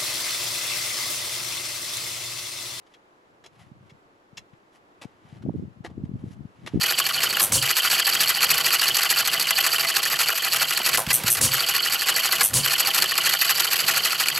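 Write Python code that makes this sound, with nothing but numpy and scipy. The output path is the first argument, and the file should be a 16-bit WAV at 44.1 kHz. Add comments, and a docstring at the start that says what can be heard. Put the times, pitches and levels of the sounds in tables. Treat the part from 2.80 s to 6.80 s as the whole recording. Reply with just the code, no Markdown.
"""Climbing firm snow in a gust

Some metres away axe picks bite, sleeves swish and crampons kick in. Each blow is a short run of
fractures in the crust that rings the steel. There are no walls to echo. Over a faint hush of
mountain air a gust arrives, and its eddies thump the two microphone ports."""
import sys
import numpy as np
from scipy import signal
from scipy.fft import rfft, irfft
from scipy.io import wavfile
from scipy.ndimage import uniform_filter1d

SR = 44100
rng = np.random.default_rng(int(sys.argv[2]) if len(sys.argv) > 2 else 0)


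def wav_record(signal):
    """Record a signal, one row per channel, as 16-bit PCM in the file named by sys.argv[1]."""
    frames = np.transpose(np.atleast_2d(signal))
    bounded = np.clip(frames, -1, 1)
    # unit amplitude maps onto the largest positive 16-bit level
    quanta = np.round(bounded * 32767).astype(np.int16)
    wavfile.write(sys.argv[1], SR, quanta)


N = 176400

# Spectrum of distant wind. Each row: frequency in Hz, relative spectral level in dB.
AIR_SPECTRUM = [(30, -18.5), (90, -16), (170, -13.5), (320, -3.5), (500, -7.5), (1100, -13.5), (1500, -18),
                (2900, -25), (6000, -33.5), (10700, -35), (13000, -42.5), (15000, -43)]
# Stereo width of that wind. Each row: frequency in Hz, side minus mid in dB.
AIR_WIDTH = [(60, -4), (110, -9.5), (200, -11.5), (380, -9.5), (700, 0.5), (1290, 6), (2380, 2.5),
             (4390, -1), (8110, -3), (15000, 0)]
# Blows of the axe. 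Each row: start in seconds, level in dB, hold in seconds, snow body in dB,
# snow treble in dB, relative steel ring in dB, most strongly excited frequency in Hz.
PICK_BLOWS = [(0.061, -59.5, 0.01, -11, 2, -23, 3250), (0.137, -51.5, 0.0069, -33, 0.5, -5, 3330),
              (0.639, -54, 0.0061, 4.5, 4, 0, 1820), (0.653, -55.5, 0.012, 4, -13, -8, 1810),
              (0.66, -52, 0.0028, -7, 10.5, 1, 4970), (1.094, -56, 0.011, -42, -0.5, -3.5, 2150),
              (1.5699, -36, 0.0039, -39, -7, 2.5, 2660), (1.58, -50, 0.0043, -2, 11, 2, 2150),
              (1.608, -68, .003, -6, 1, -4, 2720), (1.732, -55, 0.00089, -18, -20, -14, 2720)]
# Spectrum of breaking crust. Each row: frequency in Hz, relative spectral level in dB.
CRUST_SPECTRUM = [(100, -17), (300, 8.5), (700, 4.5), (1300, 4), (2200, 1), (3500, 0), (4800, -6),
                  (7000, -12), (11000, -13), (13000, -33), (15000, -29)]
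# Modes of the axe head. Each row: frequency in Hz, relative level in dB, 60 dB decay time in seconds.
AXE_HEAD_MODES = [(1033, -12, 0.038), (1813, -8, 0.034), (2143, -8.5, .03), (2704, -11.5, 0.027),
                  (2790, -9.5, 0.036), (3317, -2.5, 0.028), (4010, -7, .025), (5000, -11, 0.017),
                  (5410, -6.5, 0.02), (6160, -10, .03), (6640, -9.5, 0.038)]
# Swishes of cloth and loose snow. Each row: peak time in seconds, level in dB, rise in seconds,
# fall in seconds, treble in dB.
SLEEVE_MOVES = [(.13, -65.5, .08, 0.046, 0.5), (.815, -59, 0.067, 0.054, 2),
                (1.09, -67.5, 0.064, 0.015, -3), (1.954, -60, 0.023, 0.018, 4),
                (2.349, -67, 0.12, .08, -17), (2.505, -59, 0.056, 0.055, -1.5),
                (2.58, -63, 0.026, 0.017, 0), (2.77, -70.5, 0.049, 0.087, 4),
                (3.41, -63.5, 0.034, 0.012, 2.5), (3.532, -62.5, 0.084, 0.031, 7.5),
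                (3.97, -59.5, 0.19, .08, -1)]
# Spectrum of rubbing cloth. Each row: frequency in Hz, relative spectral level in dB.
CLOTH_SPECTRUM = [(200, -32), (700, 5), (1500, 0.5), (3000, -1.5), (4500, -7.5), (7000, -13.5),
                  (11000, -11.5), (14000, -38)]
# Eddies at the ports. Each row: peak time in seconds, relative level in dB, pitch in Hz,
# left minus right in dB.
PORT_EDDIES = [(0.816, -45.5, 108, 5), (.868, -44, 130, 26), (0.918, -34.5, 165, -11),
               (1.01, -42.5, 108, -1), (1.060, -46, 145, 23), (1.123, -41, 130, 1), (1.532, -40.5, 157, 12),
               (1.735, -41, 149, 12), (2.255, -25.5, 211, 14), (2.452, -41, 144, 7), (2.528, -32, 168, 10),
               (2.639, -26.5, 220, 14), (2.654, -19, 208, 16), (2.663, -23.5, 406, 23),
               (2.669, -25, 189, -5), (2.677, -21, 200, 10), (2.688, -13, 230, -10),
               (2.695, -18.5, 518, -35), (2.705, -19.5, 200, -5), (2.742, -25.5, 297, 16),
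               (2.751, -21, 269, -16), (2.758, -18.5, 241, -12), (2.797, -26.5, 278, 12),
               (2.826, -22.5, 250, -20), (2.837, -25.5, 231, -7), (2.881, -33.5, 192, 8),
               (2.973, -37.5, 139, 8), (3.007, -29.5, 157, 12), (3.114, -31, 190, 2), (3.153, -36, 198, 12),
               (3.18, -20.5, 240, 6), (3.2, -28, 250, 7), (3.239, -17.5, 179.5, -6),
               (3.294, -23.5, 213, 16), (3.316, -26, 211, 4), (3.34, -20.5, 146, 4.5),
               (3.356, -24, 187, -23), (3.372, -34, 170, 6), (3.441, -21, 215, 5.5),
               (3.51, -30.5, 183, -18), (3.594, -32, 164, 16), (3.608, -29, 186, 13),
               (3.654, -26.5, 170, 9), (3.938, -19, 248, -8), (3.945, -12.5, 281, -14),
               (3.959, -8.5, 210, 0), (3.975, -10, 230, 12), (3.987, -38, 170, 14)]
# Strength of the buffeting between eddies. Each row: time in seconds, level in dB.
GUST_ENVELOPE = [(0, -92), (.65, -68), (.82, -59.5), (1.12, -55.5), (1.2, -69.5), (1.49, -79), (1.591, -49),
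                 (1.68, -78), (2.4, -64.5), (2.6, -44.5), (2.68, -32), (2.86, -41), (2.92, -57.5),
                 (3.2, -41), (3.33, -37.5), (3.47, -41), (3.55, -43), (3.64, -44.5), (3.69, -59),
                 (3.78, -59), (3.85, -42.5), (3.928, -51.5), (3.944, -25), (4, -29)]
# Spectrum of the buffeting. Each row: frequency in Hz, relative spectral level in dB.
BUFFET_SPECTRUM = [(25, -41), (50, -14.5), (100, 6), (190, 1.5), (320, -10), (450, -19.5), (700, -27),
                   (1500, -61), (15000, -74)]
# Kicks of the boots. Each row: start in seconds, level in dB, rise in seconds, hold in seconds,
# snow body in dB, snow treble in dB, crampon frequency in Hz, relative crampon ring in dB.
BOOT_KICKS = [(2.212, -44, 0.0084, 0.0098, 1.5, 8, 2580, -5),
              (2.235, -56.5, 0.0042, 0.01, 13.5, 10, 2310, -9),
              (2.62, -55, 0.0038, 0.0046, 5, 2.5, 1440, -10),
              (3.039, -44.5, 0.0096, 0.017, 9, 2, 1954, -12.5),
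              (3.099, -59, 0.00087, .003, 17, 1, 2300, -13), (3.246, -63.5, .002, 0.0071, 3, 4, 2140, -14),
              (3.862, -42.5, 0.0012, 0.012, -2, 9, 2230, -5),
              (3.871, -35, 0.0022, 0.0066, -7, 0, 2780, -14)]

BODY_HZ, TREBLE_HZ = 1080, 5000
FRACTURES_PER_S, FRACTURE_SPREAD_DB = 6000, 4
AIR_DB, AIR_FLICKER_DB = -61, 0.56
AXE_RISE_S, AXE_FALL_S, FOCUS_DB, FOCUS_OCTAVES = 0.0022, 0.0067, 8, 0.15
SCATTER_DB, SCATTER_FALL_S, CLIMBER_PAN_DB = -8, 0.0084, 1.5
SWISH_FLICKER_DB = 2.2
EDDY_GAIN_DB, EDDY_HALF_WIDTH_RAD, LOW_CUT_HZ, LOW_CUT_Q = -2, 2.88, 111.6, 1.56
BUFFET_PAN_DB, BUFFET_COHERENCE, BUFFET_FLICKER_DB = 4.5, 0.36, 5.5
KICK_FALL_S, CRAMPON_T60_S = 0.0064, 0.018
CRUMBLE_DB, CRUMBS_DB, CRUMBS_FALL_S = 0.9, -23.5, 0.079
NOTCH_HZ, NOTCH_WIDTH_HZ, ROLL_OFF_HZ, TOP_HZ = 9080, 1150, 12030, 15500


def undb(db):
    """Amplitude ratio of a level in decibels."""
    return 10 ** (np.asarray(db) / 20)


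def unit(x):
    """Normalisation to an rms of 1."""
    return x / np.sqrt(np.mean(x ** 2) + 1e-20)


def gains(points):
    """Magnitude response through (Hz, dB) points, interpolated in log frequency."""
    hz, db = np.array(points, float).T
    bin_hz = np.arange(N // 2 + 1) * SR / N
    return undb(np.interp(np.log(bin_hz + 1), np.log(hz), db))


def colour(x, points):
    """Spectral shaping by (Hz, dB) points, at unit rms."""
    return unit(irfft(rfft(x) * gains(points), N))


def shelves(x, body_db, treble_db):
    """Shelving filters lift or lower the two ends of the spectrum."""
    hz = np.arange(N // 2 + 1) * SR / N
    lows = 1 / (1 + (hz / BODY_HZ) ** 4)
    highs = 1 - 1 / (1 + (hz / TREBLE_HZ) ** 4)
    return irfft(rfft(x) * undb(body_db * lows + treble_db * highs), N)


def wander(rate_hz):
    """Random modulation: smoothed Gaussian steps at unit rms."""
    step = int(SR / rate_hz)
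    stairs = np.repeat(rng.standard_normal(N // step + 1), step)
    return unit(uniform_filter1d(stairs, step)[:N])


def ring(x, hz, t60):
    """Forced response of one damped mode, scaled so that white noise keeps its level."""
    radius = np.exp(-np.log(1000) / (t60 * SR))
    feedback = [1, -2 * radius * np.cos(2 * np.pi * hz / SR), radius ** 2]
    return signal.lfilter([1, 0, -1], feedback, x) * np.sqrt((1 - radius ** 2) / 2)


def pan(x, db):
    """Equal-power panning by a level difference, left minus right."""
    return x * unit(undb(np.array([[db], [-db]]) / 2))


def air():
    """Distant wind is steady broadband noise; independent mid and side signals make it wide."""
    mid = colour(rng.standard_normal(N), AIR_SPECTRUM)
    side = colour(rng.standard_normal(N), AIR_SPECTRUM)
    side = irfft(rfft(side) * gains(AIR_WIDTH), N)
    return np.array([mid + side, mid - side]) * undb(AIR_DB + AIR_FLICKER_DB * wander(rate_hz=6.34))


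def fractures():
    """Shot noise: tiny cracks form a dense Poisson train of impulses of uneven size."""
    happens = rng.random(N) < FRACTURES_PER_S / SR
    polarity = rng.choice([-1, 1], N)
    size = undb(FRACTURE_SPREAD_DB * np.minimum(rng.exponential(size=N), 4))
    return unit(happens * polarity * size)


def bite(start, rise, hold, fall):
    """Force envelope of steel entering snow: linear rise, hold, exponential decay."""
    t = np.arange(N) / SR - start
    return np.clip(t / rise, 0, 1) * np.exp(-np.clip((t - rise - hold) / fall, 0, 50))


def axe():
    """Brittle fracture of the crust drives the modes of the axe head; each blow favours one band."""
    snow, steel = 0, 0
    for start, db, hold, body_db, treble_db, ring_db, focus_hz in PICK_BLOWS:
        cracks = fractures()
        force = undb(db) * bite(start, AXE_RISE_S, hold, AXE_FALL_S)
        snow += force * shelves(colour(cracks, CRUST_SPECTRUM), body_db, treble_db)
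        for hz, mode_db, t60 in AXE_HEAD_MODES:
            favour_db = FOCUS_DB * np.exp(-(np.log2(hz / focus_hz) / FOCUS_OCTAVES) ** 2)
            steel += undb(ring_db + mode_db + favour_db) * ring(force * cracks, hz, t60)
    return snow + steel / 2


def slope_scatter(direct):
    """Diffuse scattering from snow and rocks adds a very short tail, different at each ear."""
    t = np.arange(SR // 5) / SR
    tail = rng.standard_normal((2, len(t))) * np.exp(-t / SCATTER_FALL_S)
    tail /= np.sqrt(np.sum(tail ** 2, axis=1, keepdims=True))
    scattered = signal.fftconvolve(direct[None], tail, axes=1)[:, :N]
    return pan(direct, CLIMBER_PAN_DB) + undb(SCATTER_DB) * scattered


def swishes():
    """Friction noise of cloth and loose snow swells and fades with each move."""
    t, out = np.arange(N) / SR, 0
    for peak, db, rise, fall, treble_db in SLEEVE_MOVES:
        width = np.where(t < peak, rise, fall)
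        swell = np.exp(-np.abs((t - peak) / width) ** 1.4)
        rubbing = shelves(colour(fractures(), CLOTH_SPECTRUM), 0, treble_db)
        out += undb(db) * swell * rubbing
    return out * undb(SWISH_FLICKER_DB * wander(rate_hz=81))


def eddies():
    """Each eddy is a brief pressure oscillation that rings the microphone's resonant low cut."""
    t, pressure = np.arange(N) / SR, 0
    for peak, db, hz, pan_db in PORT_EDDIES:
        phase = 2 * np.pi * hz * (t - peak)
        swell = np.exp(-np.minimum((phase / EDDY_HALF_WIDTH_RAD) ** 2, 20))
        pressure += pan(undb(db + EDDY_GAIN_DB) * swell * np.cos(phase), pan_db)
    omega = 2 * np.pi * LOW_CUT_HZ
    low_cut = signal.bilinear([1, 0, 0], [1, omega / LOW_CUT_Q, omega ** 2], SR)
    return signal.lfilter(*low_cut, pressure)


def buffeting():
    """Small-scale turbulence makes a restless rumble, partly coherent between the two ports."""
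    times, levels_db = np.array(GUST_ENVELOPE).T
    gust = undb(np.interp(np.arange(N) / SR, times, levels_db))
    common = np.sqrt(BUFFET_COHERENCE) * rng.standard_normal(N)
    separate = np.sqrt(1 - BUFFET_COHERENCE) * rng.standard_normal((2, N))
    ports = np.array([colour(common + own, BUFFET_SPECTRUM) for own in separate])
    flicker = unit(undb(BUFFET_FLICKER_DB * np.tanh(wander(rate_hz=70))))
    return pan(ports * gust * flicker, BUFFET_PAN_DB)


def boots():
    """Uneven fracture under the front points excites one crampon mode; crumbs trickle after."""
    out = 0
    crumble = unit(undb(CRUMBLE_DB * wander(rate_hz=350)))
    for start, db, rise, hold, body_db, treble_db, hz, ring_db in BOOT_KICKS:
        cracks = fractures()
        force = undb(db) * crumble * bite(start, rise, hold, KICK_FALL_S)
        crumbs = undb(db + CRUMBS_DB) * bite(start, rise, hold, CRUMBS_FALL_S)
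        snow = (force + crumbs) * shelves(colour(cracks, CRUST_SPECTRUM), body_db, treble_db)
        out += snow + undb(ring_db) * ring(force * cracks, hz, CRAMPON_T60_S)
    return out


def scene():
    """Superposition of climber and wind; only the climber's sound is scattered by the slope."""
    climber = axe() + boots() + swishes()
    return slope_scatter(climber) + eddies() + buffeting() + air()


def record(dry):
    """The camera's frequency response: a deep treble notch, a roll-off and a steep cut at the top."""
    notch = signal.iirnotch(NOTCH_HZ, NOTCH_HZ / NOTCH_WIDTH_HZ, SR)
    notched = signal.lfilter(*notch, signal.lfilter(*notch, dry))
    dulled = signal.lfilter(*signal.butter(2, ROLL_OFF_HZ, fs=SR), notched)
    return signal.sosfilt(signal.ellip(8, .2, 70, TOP_HZ, fs=SR, output="sos"), dulled)


dry = scene()
out = record(dry)
wav_record(out)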